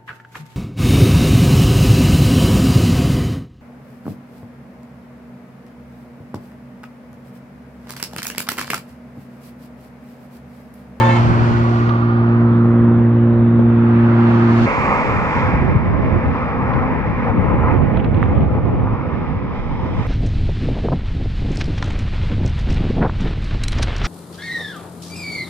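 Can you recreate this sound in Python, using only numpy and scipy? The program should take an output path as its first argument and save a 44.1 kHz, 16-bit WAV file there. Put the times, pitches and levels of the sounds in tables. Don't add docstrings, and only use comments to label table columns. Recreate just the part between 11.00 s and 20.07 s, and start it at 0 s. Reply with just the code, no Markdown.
import sys
import numpy as np
from scipy import signal
from scipy.fft import rfft, irfft, next_fast_len
from scipy.io import wavfile
from scipy.ndimage import uniform_filter1d, map_coordinates

SR = 44100
rng = np.random.default_rng(int(sys.argv[2]) if len(sys.argv) > 2 else 0)


def store_pcm(level_fs):
    pcm = np.round(np.clip(level_fs, -1, 1) * 32767).astype(np.int16)
    wavfile.write(sys.argv[1], SR, np.atleast_2d(pcm).T)


N = 399987
SECOND_SPOT_S = 3.662
# time_s, lead_ms
TRAFFIC_BEARING = [(0, .34), (.6, 0.39), (1.8, 0.067), (3.6, 0.056), (3.67, 0.19), (4.2, 0.16), (9.07, .09)]


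def amp(db):
    return 10 ** (np.asarray(db) / 20)


def unit(x):
    return x / np.sqrt(np.mean(x ** 2) + 1e-20)


def together(a_db, b_db):
    return 20 * np.log10(np.hypot(amp(a_db), amp(b_db)))


def clock():
    return np.arange(N) / SR


def swell(at_s, half_s):
    return np.exp(-.5 * ((clock() - at_s) / half_s) ** 2)


def along(points, hz):
    freqs, values = np.transpose(points)
    return np.interp(np.log(hz + 1), np.log(freqs + 1), values)


def curves(rows):
    times, *columns = np.transpose(rows)
    return [np.interp(clock(), times, column) for column in columns]


def wobble(rate):
    return map_coordinates(rng.standard_normal(int(N * rate / SR) + 4), [np.arange(N) * rate / SR])


def filtered(x, response):
    size = next_fast_len(N + SR // 2)
    return irfft(rfft(x, size) * response(np.fft.rfftfreq(size, 1 / SR)), size)[..., :N]


def high_cut(hz, top_hz):
    return 1 / (1 + (hz / top_hz) ** 8)


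def shaped_noise(spectrum, patchy_db, channels=2):
    bins = signal.stft(rng.standard_normal((channels, N)), nperseg=1024)[2]
    patches = uniform_filter1d(uniform_filter1d(rng.standard_normal(bins.shape[1:]), 5, 0), 9, 1)
    noise = signal.istft(bins * amp(patchy_db * unit(patches)), nperseg=1024)[1][:, :N]
    ends = lambda hz: np.minimum(1, hz / spectrum[0][0]) ** 2 / np.maximum(1, hz / spectrum[-1][0]) ** 4
    return unit(filtered(noise, lambda hz: amp(along(spectrum, hz)) * ends(hz)))


def fuzzy_tone(hz, width_hz):
    phase = 2 * np.pi * np.cumsum(hz * np.ones(N)) / SR
    return unit(wobble(width_hz) * np.cos(phase) + wobble(width_hz) * np.sin(phase))


def panned(x, left_db):
    return x * amp(np.array([[.5], [-.5]]) * left_db)


def at_ports(x, lead_ms):
    shift = lead_ms / 1000 * SR / 2
    return np.array([map_coordinates(x, [np.arange(N) + way * shift], mode="nearest") for way in (1, -1)])


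def aimed_noise(spectrum, lead_ms, scatter, patchy_db):
    noise = shaped_noise(spectrum, patchy_db, channels=3)
    return np.sqrt(1 - scatter) * at_ports(noise[0], lead_ms) + np.sqrt(scatter) * noise[1:]


def faint_hiss():
    # freq_hz, gain_db
    hiss_band = [(2400, -1), (2900, 1), (3700, 0), (4300, -11), (5400, -24)]
    return panned(amp(-58 + 1.6 * wobble(8.4)) * shaped_noise(hiss_band, patchy_db=3.4), left_db=8.5)


def buffeting(lump_db, shared):
    # freq_hz, gain_db
    rumble = [(20, -19.5), (45, -6.5), (70, -1), (115, -1), (190, -6.5), (290, -11.5), (400, -16),
              (700, -22), (1300, -40), (2500, -42.5), (5000, -74.5)]
    noise = shaped_noise(rumble, patchy_db=1.0, channels=3)
    lumps = amp(lump_db * np.array([wobble(35), wobble(35)]))
    return unit(lumps * (np.sqrt(shared) * noise[0] + np.sqrt(1 - shared) * noise[1:]))


def wind_on_ports():
    # peak_s, level_db, half_length_s, left_db
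    gusts = [(0.42, -20, 0.16, 10.5), (3.622, -21, 0.024, 6.5), (4.168, -21, .05, 6),
             (4.502, -18.5, 0.15, -2.5), (4.768, -16.5, 0.24, -6), (5.098, -16, 0.24, -3.5),
             (5.603, -23, 0.097, -3), (6.012, -20.5, 0.33, 7), (6.49, -16, 0.1, 8),
             (6.783, -14.5, 0.18, -7), (7.141, -16, 0.19, -3.5), (7.43, -15, 0.19, 0),
             (7.793, -17, 0.15, -1.5), (8.23, -21, 0.18, -5), (8.822, -22.5, 0.036, 4),
             (8.954, -20, 0.059, 0)]
    gust_power = sum(panned(amp(db) * swell(s, half_s), left_db) ** 2 for s, db, half_s, left_db in gusts)
    strength = lambda db, left_db: np.sqrt(panned(amp(db), left_db) ** 2 + gust_power)
    light = strength(db=-30.5, left_db=7.1) * buffeting(lump_db=2.5, shared=.4)
    stiff = strength(db=-24, left_db=-1.3) * buffeting(lump_db=2.2, shared=.18)
    return light, stiff


def puffs():
    # peak_s, level_db, half_length_s, top_hz, left_db
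    eddies = [(.31, -18, .025, 260, 0), (.88, -26, .015, 600, 0), (2.598, -18, .006, 450, 4),
              (4.765, -14, .008, 200, 0), (6.382, -14.5, .01, 170, 0), (8.68, -25, .12, 55, -2),
              (8.965, -16, .018, 110, 0)]
    out = np.zeros((2, N))
    for s, db, half_s, top_hz, left_db in eddies:
        band = lambda hz: hz / (hz + 40) * high_cut(hz, top_hz)
        thud = unit(filtered(rng.standard_normal((2, N)), band))
        out += panned(amp(db) * thud * swell(s, half_s), left_db)
    return out


def ticks():
    # peak_s, level_db, rise_and_decay_s, top_hz, left_db
    hits = [(.895, -32, .005, 4600, -6), (2.594, -16.5, .0016, 650, 3), (5.738, -34, .002, 4200, -6),
            (6.973, -30.5, .0028, 3500, -14), (7.001, -34, .003, 3200, -14),
            (7.047, -27.5, .002, 3600, -14), (7.146, -35, .002, 3500, -14), (7.229, -14.5, .0008, 2200, -8),
            (7.874, -22, .0007, 1700, -6)]
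    out = np.zeros((2, N))
    for s, db, decay_s, top_hz, left_db in hits:
        band = lambda hz: hz / (hz ** 2 + 1100 ** 2) * high_cut(hz, top_hz)
        crack = unit(filtered(rng.standard_normal(N), band))
        out += panned(amp(db) * crack * np.exp(-np.abs(clock() - s) / decay_s), left_db)
    return out


def grit():
    # time_s, level_db
    envelope = [(6.85, -80), (6.95, -55), (6.98, -47), (7.04, -50), (7.09, -62), (7.15, -55), (7.24, -51),
                (7.3, -58), (7.43, -55), (7.55, -80)]
    # freq_hz, gain_db
    ring = [(1800, 0.5), (2900, 2), (3700, -4.5), (4400, -21)]
    grains_per_s, spread_db = 260, 4
    grains = (rng.random(N) < grains_per_s / SR) * amp(spread_db * rng.standard_normal(N))
    colour = lambda hz: amp(along(ring, hz)) * hz / (hz + 1000) * high_cut(hz, 4600)
    rattle = unit(filtered(grains, colour))
    return panned(amp(curves(envelope)[0]) * rattle, left_db=-12)


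def air_rushes():
    # break_off_s, level_db, rise_s
    rushes = [(6.305, -19.5, .04), (6.98, -25, .05), (7.33, -27, .02), (7.59, -27, .04)]
    # freq_hz, gain_db
    hollow = [(300, -16), (480, 4.5), (650, -3.5), (860, 1), (1100, -11.5)]
    t, drop_s = clock(), .007
    level = sum(amp(db) * np.exp(-np.maximum((s - t) / rise_s, (t - s) / drop_s) ** 2)
                for s, db, rise_s in rushes)
    return level * aimed_noise(hollow, lead_ms=.1, scatter=.2, patchy_db=.5)


def distant_engines():
    # pitch_hz, width_hz, gain_db
    tones = [(200.2, 14, -1.5), (234.4, 14, 2.5), (258.3, 14, 0), (468.5, 10, -5.5), (512.5, 18, -2),
             (836, 27, -6)]
    # time_s, level_db
    envelope = [(3.66, -30.5), (5.9, -26.5), (7.3, -29), (9.07, -35)]
    hum = unit(sum(amp(db) * fuzzy_tone(hz, width_hz) for hz, width_hz, db in tones))
    hum *= amp(curves(envelope)[0])
    return panned(at_ports(hum, curves(TRAFFIC_BEARING)[0]), left_db=-4.5)


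def tread_hiss(db, spectrum, lead_ms, scatter, fizz_db):
    # freq_hz, gain_db
    fizz_band = [(4200, -10), (5500, 6), (7000, 0), (8500, -8), (10000, -15)]
    body = aimed_noise(spectrum, lead_ms, scatter, patchy_db=.4)
    fizz = aimed_noise(fizz_band, lead_ms, scatter, patchy_db=.4)
    fizz_fade_db = np.minimum(db + 44, 0)
    return amp(db) * (body + amp(fizz_db + fizz_fade_db) * fizz)


def tyre_edge():
    # freq_hz, gain_db
    edge_band = [(1800, -27.5), (2450, -1), (2700, -0.5), (3000, -13.5), (3500, -31), (4400, -15),
                 (5600, -22.5), (7500, -23.5), (9500, -39.5)]
    edge = aimed_noise(edge_band, curves(TRAFFIC_BEARING)[0], scatter=.45, patchy_db=1.5)
    return panned(amp(-39) * swell(at_s=3.8, half_s=.38) * edge, left_db=-1.5)


def second_spot_tyres():
    # time_s, relative_roar_db, tread_whine_db
    envelopes = [(3.66, -20.5, -27.5), (3.9, -18.5, -27.5), (4.15, -21.5, -29), (4.4, -22.5, -27.5),
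                 (4.62, -25, -31.5), (4.9, -30, -36.5), (5.2, -28.5, -33.5), (5.45, -25, -34),
                 (5.85, -25, -33), (6.16, -29.5, -34.5), (6.29, -26, -32), (6.33, -30, -37),
                 (6.5, -25.5, -35.5), (6.71, -26, -34), (6.85, -33.5, -40), (6.97, -31.5, -38.5),
                 (7.15, -34, -42.5), (7.33, -31.5, -41), (7.48, -36.5, -47.5), (7.57, -32.5, -43.5),
                 (7.7, -33.5, -48), (8.1, -30, -40.5), (8.45, -34.5, -43.5), (8.93, -35.5, -47),
                 (9.07, -31.5, -41)]
    # freq_hz, gain_db
    roar_band = [(160, -7), (260, -1), (360, -7), (480, -0.5), (600, -4), (690, -8), (830, 0.5), (930, 1),
                 (1030, 1.5), (1170, -1), (1280, -1.5), (1450, -8.5), (1700, -25.5)]
    whine_band = [(1200, -12.5), (1550, -0.5), (1850, 2.5), (2100, 1.5), (2400, -5), (2600, -10),
                  (2850, -15.5), (3300, -31)]
    hiss_band = [(2500, -3.5), (3100, 10.5), (3600, 8), (4300, -4.5), (5200, -2), (6000, -20.5),
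                 (7500, -37)]
    # time_s, left_db
    whine_pan = [(3.7, -11.5), (4.32, -4), (5.37, 0), (8.68, -6.5), (9.05, -12.5)]
    # freq_hz, left_db
    tilt = [(200, 0.5), (550, -1), (1050, 2), (1800, -1), (2400, -19), (3100, -4), (4000, 9.5), (5500, 12)]
    dulling_db_per_s, approach_db_per_s = 1.4, 8.5
    roar_db, tread_db = curves(envelopes)
    lead_ms, = curves(TRAFFIC_BEARING)
    side_db, = curves(whine_pan)
    elapsed_s = np.maximum(clock() - SECOND_SPOT_S, 0)
    oncoming_db = -49 - approach_db_per_s * (N / SR - clock())
    whine_db = together(tread_db, oncoming_db + 3.5)
    hiss_db = together(tread_db - 18.5 - dulling_db_per_s * elapsed_s, oncoming_db)
    roar = amp(roar_db + 1.78) * aimed_noise(roar_band, lead_ms, scatter=.055, patchy_db=1.6)
    whine = amp(whine_db) * aimed_noise(whine_band, .73 * lead_ms, scatter=.24, patchy_db=.4)
    whine = panned(whine, .77 * (side_db - side_db.mean()))
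    hiss = tread_hiss(hiss_db + wobble(6.9), hiss_band, lead_ms, scatter=.46, fizz_db=-12)
    drifting = (roar + whine + hiss) * amp(.76 * wobble(14))
    return filtered(drifting, lambda hz: panned(.97, along(tilt, hz)))


def first_spot_tyres():
    # freq_hz, gain_db
    roar_band = [(300, 2.5), (450, -4), (650, 0), (900, 1.5), (1220, 1), (1500, -3.5), (1900, -8),
                 (2600, -14), (3600, -28)]
    hiss_band = [(1200, -15), (2200, 3.5), (3200, 2.5), (3800, -1.5), (4500, 0), (5400, -11.5),
                 (7000, -28.5)]
    # time_s, level_db
    closing_in = [(2.3, -43.5), (2.8, -30.5), (3.05, -25.5), (3.35, -22), (3.66, -23)]
    start_m, speed_m_per_s = 22, 27.3
    dull_hz, dull_beyond_m = 2200, 44
    hiss_reach_m, air_loss_db_per_m = 17.4, .5
    brightening_db_per_s = 24.5
    t = np.minimum(clock(), SECOND_SPOT_S)
    lead_ms, = curves(TRAFFIC_BEARING)
    driven_m = speed_m_per_s * t
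    distance_db = -20 * np.log10(1 + driven_m / start_m) + .37 * wobble(4.5)
    car = amp(-19.5 + distance_db) * aimed_noise(roar_band, lead_ms, scatter=.43, patchy_db=.94)
    far = np.clip(driven_m / dull_beyond_m, 0, 1)
    car = (1 - far) * car + far * filtered(car, lambda hz: 1 / np.hypot(1, (hz / dull_hz) ** 2))
    behind_db, = curves(closing_in)
    behind = amp(behind_db) * aimed_noise(roar_band, lead_ms=-.14, scatter=.66, patchy_db=1.2)
    car_hiss_db = -38 + distance_db - air_loss_db_per_m * np.maximum(driven_m - hiss_reach_m, 0)
    behind_hiss_db = behind_db - 15.5 - brightening_db_per_s * (SECOND_SPOT_S - t)
    hiss_db = together(car_hiss_db, behind_hiss_db) + wobble(8.8)
    hiss = tread_hiss(hiss_db, hiss_band, lead_ms, scatter=.65, fizz_db=-11.5)
    return panned(car + behind, left_db=-2) + panned(hiss, left_db=5.5)


def tread_tones():
    # first_hz, last_hz, width_hz, level_db, peak_s, half_length_s
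    tones = [(1734, 1370, 45, -37.5, 0.72, .45), (2350, 1830, 60, -46, 0.7, .3),
             (560, 1270, 115, -31.5, 0.88, 0.3), (1257, 1250, 380, -37, 1.62, 0.25)]
    glide_s, waver = .42, .018
    out = np.zeros(N)
    for first_hz, last_hz, width_hz, db, peak_s, half_s in tones:
        hz = last_hz + (first_hz - last_hz) * np.exp(-clock() / glide_s)
        out += amp(db) * swell(peak_s, half_s) * fuzzy_tone(hz * (1 + waver * wobble(9)), width_hz)
    return panned(at_ports(out, curves(TRAFFIC_BEARING)[0]), left_db=-10)


def bus_exhaust():
    # time_s, firing_tone_db, octave_db
    envelopes = [(0, -14.2, -20.3), (.25, -14.2, -20.3), (.4, -16.3, -20.5), (1.0, -16.3, -21),
                 (1.45, -14.3, -14.8), (1.85, -14.4, -13.2), (2.17, -13.8, -15.5), (2.45, -14.8, -13.9),
                 (3.66, -15.2, -14.4)]
    # crank_multiple, gain_db
    pipe = [(3, -25), (5, -17.5), (6, -7), (7, -36.5), (8, -23), (9, -27), (10, -27), (11, -39.5),
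            (12, -39)]
    start_hz, sag_hz_per_s = 58.6, .115
    opening_db_per_s = .63
    buzz_above_hz = 440
    firing_db, octave_db = curves(envelopes)
    crank_hz = (start_hz - sag_hz_per_s * clock()) * (1 + .0005 * wobble(25) + .0003 * wobble(4))
    phase = 2 * np.pi * np.cumsum(crank_hz) / SR
    drone = amp(firing_db) * np.sin(2 * phase)
    drone += amp(octave_db - .4 + .5 * wobble(14)) * np.sin(4 * phase + .12 * wobble(6))
    overtone_db = (octave_db + firing_db) / 2 - 2.5 + opening_db_per_s * clock()
    buzz_db = 3.5 * (2 * swell(at_s=2.05, half_s=.7) - 1)
    for k, db in pipe:
        waver_db = 1.5 if k % 2 else k / 10
        level_db = overtone_db + db + buzz_db * (k * start_hz > buzz_above_hz) + waver_db * wobble(10)
        drone += amp(level_db) * np.cos(k * phase + .25 * wobble(6))
    # freq_hz, gain_db
    gas_band = [(90, -5.5), (180, 9), (300, -.5), (450, -4.5), (800, -19.5), (1500, -30)]
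    gas = shaped_noise(gas_band, patchy_db=-.5, channels=1)[0]
    puffing = amp(octave_db - 13.5) * (1 + .5 * np.cos(2 * phase))
    return panned(at_ports(puffing * gas - np.sqrt(2) * drone, lead_ms=.06), left_db=-.9)


def off_the_verge(x, t60_s):
    t = np.arange(SR // 2) / SR
    tail = rng.standard_normal((2, len(t))) * amp(-60 * t / t60_s) * (t > .012)
    wet = signal.fftconvolve(x[None], tail / np.linalg.norm(tail[0]), axes=1)[:, :N]
    return filtered(wet, lambda hz: 1 / np.hypot(1, hz / 2500))


def off_the_road(x):
    first_lag_s, halved_at_s, echo_gain = .00131, .43, .68
    lag_s = first_lag_s / (1 + clock() / halved_at_s)
    return x + echo_gain * map_coordinates(x, [np.arange(N) - lag_s * SR], mode="nearest")


def trumpet(hz, bell, even_db, jitter, flutter_db, count):
    phase = 2 * np.pi * np.cumsum(hz * (1 + jitter * wobble(220))) / SR
    out = np.zeros(N)
    for k in range(1, count + 1):
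        db = along(bell, k * hz[0]) + even_db * (k % 2 == 0) + flutter_db * min(1, k / 4) * wobble(50)
        out += amp(db) * np.sin(k * phase + rng.uniform(0, 2 * np.pi))
    return np.sqrt(2) * out


def air_horn():
    # freq_hz, gain_db
    low_bell = [(443, -9), (870, 3.8), (900, 3.8), (1330, -8), (1770, -8.5), (2215, -8.5), (2660, -16),
                (3100, -17), (3540, -17.5), (4000, -25), (4450, -30), (5300, -41), (6200, -38), (6650, -32),
                (9000, -47), (10200, -55)]
    high_bell = [(540, 0), (1080, -8), (1620, -15), (2160, -12), (2700, -31), (4300, -37.5), (9000, -58.5)]
    shut_off_s, release_db_per_s = .171, 520
    t = clock()
    sinking = lambda start_hz, fall_hz_per_s: start_hz - fall_hz_per_s * np.minimum(t, .5)
    level_db = -19.8 - release_db_per_s * np.clip(t - shut_off_s, 0, .5)
    break_db = -13 * swell(at_s=.147, half_s=.006)
    low = trumpet(sinking(444.5, 19), low_bell, even_db=break_db, jitter=.0025, flutter_db=3.3, count=23)
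    high = trumpet(sinking(544, 80), high_bell, even_db=0, jitter=.003, flutter_db=2.5, count=14)
    blast = off_the_road(amp(level_db) * (low + high))
    # freq_hz, left_db
    tilt = [(450, 10.5), (900, -2), (1330, 4), (1800, -6), (3100, -7), (4400, 3), (9000, 15.5)]
    direct = filtered(at_ports(blast, lead_ms=.033), lambda hz: panned(.49, along(tilt, hz)))
    return direct + amp(-13) * off_the_verge(blast, t60_s=.35)


def scene():
    light_wind, stiff_wind = wind_on_ports()
    first = air_horn() + bus_exhaust() + first_spot_tyres() + tread_tones() + faint_hiss() + light_wind
    second = second_spot_tyres() + tyre_edge() + distant_engines() + stiff_wind + air_rushes() + grit()
    crossfade = np.clip((clock() - SECOND_SPOT_S) / .012 + .5, 0, 1)
    return (1 - crossfade) * first + crossfade * second + puffs() + ticks()


def record(dry):
    rounded = dry / (1 + np.abs(dry) ** 8) ** (1 / 8)
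    return filtered(rounded, lambda hz: hz < 10400)


dry = scene()
out = record(dry)
store_pcm(out)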